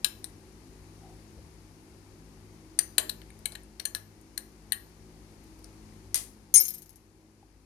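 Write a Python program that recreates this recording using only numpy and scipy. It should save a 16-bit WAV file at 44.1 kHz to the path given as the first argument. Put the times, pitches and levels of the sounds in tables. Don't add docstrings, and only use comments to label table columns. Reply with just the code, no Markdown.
import sys
import numpy as np
from scipy import signal
from scipy.fft import rfft, irfft
from scipy.io import wavfile
from scipy.ndimage import uniform_filter1d

SR = 44100
rng = np.random.default_rng(int(sys.argv[2]) if len(sys.argv) > 2 else 0)


def store_wav(level_fs):
    pcm = np.round(np.clip(np.atleast_2d(level_fs), -1, 1) * 32767)
    wavfile.write(sys.argv[1], SR, pcm.T.astype(np.int16))


N = 337600

# (time [s], level [dB])
ROOM_LEVEL = [(0.0, -52), (1.2, -51), (1.7, -52.5), (3.4, -52), (3.84, -54.5), (5.95, -51), (6.6, -56),
              (7.12, -58.5), (7.66, -59)]
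# (frequency [Hz], level beside the background [dB])
FRIDGE_PARTIALS = [(53.2, -2), (100.5, -5), (159.4, -6), (212.5, -7.5), (264, -14.5), (319, -9.5),
                   (372, -13.5), (479, -40), (532, -23.5)]
# (frequency [Hz], relative density [dB per Hz])
AIR_SHAPE = [(30, -5), (62, -6.5), (165, -17), (330, -11.5), (600, -25.5), (850, -21.5), (1470, -27.5),
             (2200, -26.5), (3400, -33), (4500, -28.5), (6500, -29.5), (7800, -34), (10000, -30.5),
             (12800, -39), (15000, -46), (16000, -70)]
# (frequency [Hz], correlation [0-1])
AIR_LIKENESS = [(300, 0.88), (640, 0.58), (1300, 0.016)]
# (time [s], length [s], centre [Hz], half width [Hz], level [dB])
SOFT_SWELLS = [(1.07, 0.072, 766, 90, -59), (1.384, 0.12, 70.5, 34.8, -49.5),
               (1.386, 0.014, 530, 40, -57.5)]
# (frequency [Hz], level [dB], t60 [s])
ECHO_BANDS = [(501, 4, 0.48), (1470, -1.5, 0.31), (4000, -11, 0.3), (6315, -8, 0.36), (8890, -8, 0.18),
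              (12620, -6, 0.37)]
# (frequency [Hz], loss [dB])
RIGHT_PORT_LOSS = [(60, 4.5), (110, 4.5), (200, 3.5), (380, -0.5), (700, 0.5), (1290, 7), (2380, 11),
                   (4400, 8.5), (8120, 13.5), (15000, 7)]
# (time [s], level [dB], frequency [Hz], t60 [s])
HANDLE_TAPS = [(7.242, -59, 583, 0.0493), (7.428, -45, 803, 0.036)]

SPOON_BAND_HZ = (2200, 3100, 4200, 5400, 6500, 8700, 9700, 11300, 12900)
SPOON_MODE_HZ = (2090, 2235, 3435, 4172, 4800, 5183, 5520, 5755, 6387, 6790, 7850, 8736, 9723, 11250, 12757,
                 13400)
# (level [dB], t60 [s])
SPOON_MODES = [(-2.5, 0.11), (-1, 0.24), (-13, 0.14), (-10, 0.14), (-18, 0.093), (-6.5, 0.2), (-15, 0.083),
               (-9.5, 0.194), (4, 0.12), (-8.5, 0.12), (-32, .08), (1, 0.16), (0.5, 0.11), (1, 0.24),
               (5.5, 0.086), (-13, .1)]
# (time [s], level [dB],
# then offsets of the notes near 5.4, 6.4, 8.7, 9.7, 11.3 and 12.8 kHz [dB])
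DROP_EVENTS = [(6.54, -7.5, 2, 4, -6, 2, -2, 4.5), (6.5486, -9, 4, 4.5, -3, 4, -13, -19),
               (6.557, -5.5, -4, 9, 6, 11, -12, -31), (6.566, -10, 3, -5.5, 2, -2, -2, -26),
               (6.601, -15, 14, -4, -22, -3, -10, 13.5), (6.6224, -24, 2, -7, -12, -1, -5.5, 8),
               (6.6346, -25, -2, -3, -9, 3, -4, 8), (6.6524, -23.5, -2, -2, -1, 0, -5, -3),
               (6.681, -23.5, 7.5, -4, -6, 2.5, -3, 6), (6.6986, -35, -8, 2, 0, 0, -8, 9),
               (6.7055, -28, 2, -11, -4, -5, -10, 5), (6.738, -35, 0, 0, 0, 0, -10, 6),
               (6.7446, -34.5, 0, 2, 14, 0, -12, 4), (6.748, -35, 2, -8, 2, -5, -8, 10),
               (6.782, -42, 0, -2, 0, 0, -2, 14), (6.82, -39, 4, -3, -2, 0, 5, -2),
               (6.8258, -45, 0, -2, -7, -2, 0, 3), (6.8595, -48, 0, 3, -12, -2, 0, 5),
               (6.893, -42.5, 6, 2, -11, 0, 15, -3), (6.929, -54, 3, 4, -4.5, -1.5, 4, -7),
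               (6.958, -44, 1.5, 7, -10, -3, 19.5, -6)]
DROP_COLOUR = (-34.5, -41.5, -20, -17.5, -14.5, -12.5, -8, -16.5, -10)
# (drop level [dB], ring share [0-1], ring length [factor])
DROP_FLIGHT = [(-43, 0.27, 0.53), (-27.5, 0.53, 0.21), (-21, 0.54, 0.93), (-7, 0.85, 0.89)]

# (time [s], level [dB])
LAID_EVENTS = [(6.1443, -9), (6.1563, -17.5)]
LAID_TINT = (-38, -33.5, -30, -26.5, -22, -15, -14, -20, -29.5)
# (frequency [Hz], level [dB], t60 [s])
WORKTOP_MODES = [(589, -11, 0.0235), (1250, -12.5, .03), (2038, 7, 0.22), (2480, -5, 0.17), (3270, 4, 0.22),
                 (4200, 0, .12), (4760, 8, 0.099), (6170, 10, 0.055), (7290, -14, 0.03), (8700, 4, .08),
                 (9900, 11.5, 0.045), (12300, 4.5, 0.1), (13460, -6.5, 0.039)]

MUG_BAND_HZ = (500, 1650, 3100, 4200, 6100, 7200, 9100, 12800, 10500)
MUG_MODE_HZ = (380, 620, 860, 1130, 1690, 2300, 2750, 3080, 3500, 4090, 4650, 6130, 7120, 8150, 9040, 9260,
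               9400, 10100, 10900, 11750, 12180, 13200, 14200)
# (level [dB], t60 [s])
MUG_MODES = [(16.5, 0.15), (11.5, 0.2), (-0.5, 0.14), (-8, .12), (-6.5, 0.1), (-10, .08), (-6, 0.06),
             (-1.5, 0.06), (-12, 0.03), (-11.5, .045), (-20.5, 0.044), (-7.5, 0.1), (-8.5, 0.1),
             (-3.5, .02), (4, .025), (-4.5, 0.078), (-4, 0.06), (-3, .04), (-2.5, 0.026), (-2.5, 0.046),
             (-4.5, 0.047), (-6.5, 0.023), (-12, .025)]
# (level [dB], t60 [s])
SHIFTING_NOTES = [(0, 0.086), (0, 0.022), (2, 0.015)]
# (time [s], level [dB], contact [ms], ring share [0-1], ring length [factor],
# low, middle and high note [Hz], then offsets from the shared colour: thud [dB], low note [dB],
# wall near 3 kHz [dB], middle note [dB], rim near 6, 7, 9 and 13 kHz [dB])
CLINK_EVENTS = [(0.0449, -7.5, 1.1, 0.35, 0.79, 1653, 3936, 5370, -32, 5.5, 7.5, 7, 1, 7, -6, 4),
                (0.2426, -24, 0.98, 0.4, 0.42, 1900, 3910, 5570, -8, 2.5, -23, 8, -1, 0, 4, -3),
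                (2.7892, -6, 1.72, 0.29, 0.6, 1910, 4674, 6060, -12.5, 5.5, 2, -5, 10, 6, 7, 2),
                (2.981, -6.5, 1.43, 0.26, 1, 1623, 4054, 7350, 1, 9.5, 7, 3, 1, 3.5, 0.5, 0.5),
                (3.094, -20.5, 2.3, 0.24, 0.5, 1730, 4070, 5580, -8, 5, -4, 4.5, -8, 2, -5.5, 3.5),
                (3.216, -41.5, 1.1, 0.16, 0.7, 2000, 4350, 5800, -3, 27, 19, 5, -15, -10, 3, 3),
                (3.303, -43, 1.4, 0.19, 0.55, 2190, 3800, 6560, 14, 30, 13, -12, -10, -6, 6, 0),
                (3.39, -46.5, .7, .25, .8, 2000, 4670, 5800, 13, 0, -6, -16, -7, -5, -4, 0),
                (3.456, -16.5, 1.55, 0.45, 0.7, 2220, 4060, 7920, -16, 7, 4.5, 0.5, 3, 2, -0.5, -1),
                (3.521, -34.5, 0.4, 0.23, 0.77, 1760, 4200, 5540, 6, 10, -5, 5, 8, 3, -2, 2),
                (3.5514, -32, 2.6, 0.19, 0.86, 1850, 4020, 7600, 8, 20.5, 18, 8, 3, 5, -2, 2),
                (3.633, -47.5, 1.6, 0.3, 1, 1520, 4120, 5640, -3, -13, -13.5, -21, -8, -3, 3, 0),
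                (3.7973, -25, 2.1, 0.14, 0.65, 2020, 4360, 5600, 8, 14, 11, 5.5, 9, -1, -1.5, 2),
                (3.853, -17.5, 1.66, 0.4, 0.8, 1740, 4250, 7030, -20, 3.5, 3, -6, 9, 3, 5, 3),
                (3.949, -17, 0.77, 0.27, 1, 1694, 4070, 5610, -13.5, 8, 1, -1, -1, -4, -4, 0),
                (4.212, -48, 1.07, 0.37, 0.74, 1815, 4170, 6640, 0, -16, -13, -17, 2.5, 1.5, -6, -1),
                (4.3765, -19, 1.64, 0.29, 0.56, 1920, 4200, 5710, -27, 9, -8, -5, -2.5, -3, 0, -0.5),
                (4.721, -11.5, 1.1, 0.61, 0.64, 1890, 4140, 3060, -37, 8, 0.5, -3.5, -5, -10, 1, 4),
                (4.7293, -20.5, 0.88, 0.47, 1, 1810, 4200, 8150, -17, 7, 6, -7, -12.5, -2, -2, -4),
                (5.4375, -53, 1.5, 0.52, .8, 1870, 4700, 6500, 5, 1, 2, -12, 0, 0, -6, 0),
                (5.5904, -52, 1.4, .3, 0.63, 1650, 4800, 5850, 5, 2, -5, -5, 4, 0, -11, 2),
                (5.643, -39, 0.82, 0.29, 1, 1610, 4700, 5470, 14, 6, -12, -3, 11, 6, -6, -6)]
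CLINK_COLOUR = (-41.5, -23.5, -22, -2.5, -17, -15, -7.5, -12.5, -13.5)


def undb(db):
    return 10 ** (np.asarray(db) / 20)


def on_log(hz, table, column=1):
    table = np.array(table, float)
    return np.interp(np.log(np.maximum(hz, 1)), np.log(table[:, 0]), table[:, column])


def colour(x, gain):
    return irfft(rfft(x) * gain(np.fft.rfftfreq(x.shape[-1], 1 / SR)), x.shape[-1])


def fade(t, t60):
    return np.exp(-np.log(1000) * t / t60)


def unit(x):
    return x / np.abs(x[0]).max()


def add(out, s, sound):
    i = int(s * SR)
    out[..., i:i + sound.shape[-1]] += sound[..., :N - i]


def walk(rate):
    hold = int(SR / rate)
    steps = np.repeat(rng.standard_normal(N // hold + 1), hold)
    return 1.33 * uniform_filter1d(uniform_filter1d(steps, hold), hold)[:N]


def air():
    left, other = rng.standard_normal((2, N))
    like = lambda f: np.clip(on_log(f, AIR_LIKENESS), 0, .99)
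    right = colour(left, like) + colour(other, lambda f: np.sqrt(1 - like(f) ** 2))
    both = colour(np.array([left, right]), lambda f: undb(on_log(f, AIR_SHAPE)))
    return both / both[0].std()


def fridge():
    t, out = np.arange(N) / SR, 0
    for hz, db in FRIDGE_PARTIALS:
        level = undb(db + 3.1 * walk(9.4))
        out = out + level * np.sin(2 * np.pi * hz * t + 0.5 * walk(9.8))
    return out


def swells():
    t, out = np.arange(N) / SR, 0
    for s, length, hz, width_hz, db in SOFT_SWELLS:
        band = colour(rng.standard_normal(N), lambda f: 1 / (1 + ((f - hz) / width_hz) ** 2))
        out = out + undb(db) * band / band.std() * np.exp(-((t - s) / length) ** 2)
    return out


def kitchen(x):
    t, tail = np.arange(SR // 2) / SR, 0
    for k, (hz, db, t60) in enumerate(ECHO_BANDS):
        share = [(row[0], j == k) for j, row in enumerate(ECHO_BANDS)]
        band = colour(rng.standard_normal((2, len(t))), lambda f: np.sqrt(on_log(f, share)))
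        tail = tail + undb(db) * band * fade(t, t60) / np.sqrt(t60 * SR / 14)
    tail = tail * np.clip(t / 0.0042, 0, 1)
    return signal.fftconvolve(x[None], tail, axes=1)[:, :N]


def ports(x, lead_ms, shadow_db):
    right = undb(shadow_db) * np.roll(x[1], -int(lead_ms * SR / 1000))
    return 2 * np.array([x[0], right])


def taps():
    out, t = np.zeros(N), np.arange(SR // 8) / SR
    for s, db, hz, t60 in HANDLE_TAPS:
        swell = 1 - fade(t, 0.011)
        add(out, s, undb(db) * swell * fade(t, t60) * np.sin(2 * np.pi * hz * t))
    return out


def contact(t, hz, gain, swing, contact_ms, grit, width_hz, contrast, crack_hz,
            buzz_db, buzz_t60, buzz_contrast, buzz_tilt_db):
    bright = lambda f: f ** 2 / (f ** 2 + crack_hz ** 2)
    peaks = lambda f, power: np.sum(gain ** power / (1 + ((f - hz) / width_hz) ** 2), axis=0)
    hiss = colour(rng.standard_normal((2, len(t))), lambda f: peaks(f, contrast) * bright(f))
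    damped = np.sum(gain ** contrast * bright(hz) * swing, axis=1)
    touch = grit * hiss / hiss.std() + (1 - grit) * damped / damped.std()
    push = t / (contact_ms / 1000)
    press = push * np.exp((1 - (push / 1.366) ** 2) / 2)

    def buzz_gain(f):
        tilt = undb(buzz_tilt_db * np.log2((f + 300) / 4000))
        return peaks(f, buzz_contrast) * tilt / (1 + (320 / (f + 1)) ** 4)

    buzz = colour(rng.standard_normal((2, len(t))), buzz_gain)
    return touch * press + undb(buzz_db) * fade(t, buzz_t60) * buzz / buzz.std()


def blows(events, bands, modes, detune, flutter, stray, swell_ms, choke_db=0, notes=(), in_step=False,
          **contact_settings):
    out, t = np.zeros((2, N)), np.arange(SR // 4) / SR
    starts = np.array(events)[:, 0]
    for s, db, contact_ms, ring, length, *rest in events:
        own = [(f, *note) for f, note in zip(rest, notes)]
        hz, mode_db, t60 = np.array(own + modes)[:, :, None].transpose(1, 0, 2)
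        tint = sorted(zip(bands, rest[len(notes):]))
        gain = undb(mode_db + on_log(hz, tint))
        luck = rng.standard_normal((3, len(hz), 1))
        wobble = 15 * uniform_filter1d(rng.standard_normal((len(hz), len(t))), size=220)
        load = 1 + flutter * wobble
        phase = 2 * np.pi * hz * (1 + detune * luck[0]) * t + 3 * luck[1]
        if in_step:
            phase = 2 * np.pi * hz * (s + t) + hz + .4 * luck[1]
        swing = np.sin([phase, phase + stray * luck[2]])
        modal = np.sum(gain * load * fade(t, t60 * length) * swing, axis=1)
        modal *= 1 - np.exp(-t * 1000 / swell_ms)
        touches = np.searchsorted(starts, s + t) - np.searchsorted(starts, s, "right")
        modal *= undb(-choke_db * uniform_filter1d(np.maximum(touches, 0.), size=60))
        crack = contact(t, hz, gain, swing, contact_ms, **contact_settings)
        add(out, s, undb(db) * unit(ring * unit(modal) + (1 - ring) * unit(crack)))
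    return out


def loose_spoon():
    table = np.array(DROP_EVENTS)
    tint = 1.5 * rng.standard_normal((len(table), len(SPOON_BAND_HZ)))
    tint[:, 3:] += table[:, 2:]
    flight_db, *laws = np.transpose(DROP_FLIGHT)
    ring, length = (np.interp(table[:, 1], flight_db, law) for law in laws)
    contact_ms = np.full(len(table), 0.67)
    events = np.column_stack([table[:, :2], contact_ms, ring, length, DROP_COLOUR + tint])
    modes = [(hz, *mode) for hz, mode in zip(SPOON_MODE_HZ, SPOON_MODES)]
    return blows(events, SPOON_BAND_HZ, modes, detune=0, flutter=0.4, stray=0.68, swell_ms=1.65,
                 choke_db=8.5, in_step=True, grit=0.92, width_hz=780, contrast=.8, crack_hz=4500,
                 buzz_db=-6, buzz_t60=0.092, buzz_contrast=0.6, buzz_tilt_db=0.0)


def laid_spoon():
    contact_ms, ring, length = 0.31, 0.38, 0.73
    events = [(*row, contact_ms, ring, length, *LAID_TINT) for row in LAID_EVENTS]
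    return blows(events, SPOON_BAND_HZ, WORKTOP_MODES, detune=0.0051, flutter=1.7, stray=0.89,
                 swell_ms=0.301, grit=0.81, width_hz=870, contrast=1, crack_hz=700,
                 buzz_db=-16.5, buzz_t60=0.27, buzz_contrast=0.75, buzz_tilt_db=0.5)


def mug_clinks():
    table = np.array(CLINK_EVENTS)
    tint = 1.5 * rng.standard_normal((len(table), len(MUG_BAND_HZ)))
    tint[:, :8] += table[:, -8:]
    events = np.hstack([table[:, :-8], CLINK_COLOUR + tint])
    modes = [(hz, *mode) for hz, mode in zip(MUG_MODE_HZ, MUG_MODES)]
    return blows(events, MUG_BAND_HZ, modes, detune=0.0029, flutter=0.55, stray=0.72, swell_ms=0.79,
                 notes=SHIFTING_NOTES, grit=0.49, width_hz=320, contrast=.95, crack_hz=1100,
                 buzz_db=-14, buzz_t60=0.11, buzz_contrast=.7, buzz_tilt_db=0.5)


def scene():
    mug, laid, loose = mug_clinks(), laid_spoon(), loose_spoon()
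    direct = ports(mug, lead_ms=0, shadow_db=-6.0)
    direct += ports(laid, lead_ms=-.15, shadow_db=1.5)
    direct += ports(loose, lead_ms=0.34, shadow_db=-3.5)
    direct += taps() + swells()
    echoes = kitchen((mug + laid + loose)[0])
    level_db = np.interp(np.arange(N) / SR, *np.transpose(ROOM_LEVEL))
    background = undb(level_db) * (fridge() + undb(-0.5) * air())
    return direct + echoes + background


def record(dry):
    right = colour(dry[1], lambda f: undb(-on_log(f, RIGHT_PORT_LOSS)))
    bass_cut = signal.butter(4, 42., "highpass", fs=SR, output="sos")
    top_cut = signal.ellip(10, .2, 80, 16500, fs=SR, output="sos")
    both = signal.sosfilt(bass_cut, [dry[0], right])
    return signal.sosfilt(top_cut, np.tanh(both))


dry = scene()
out = record(dry)
store_wav(out)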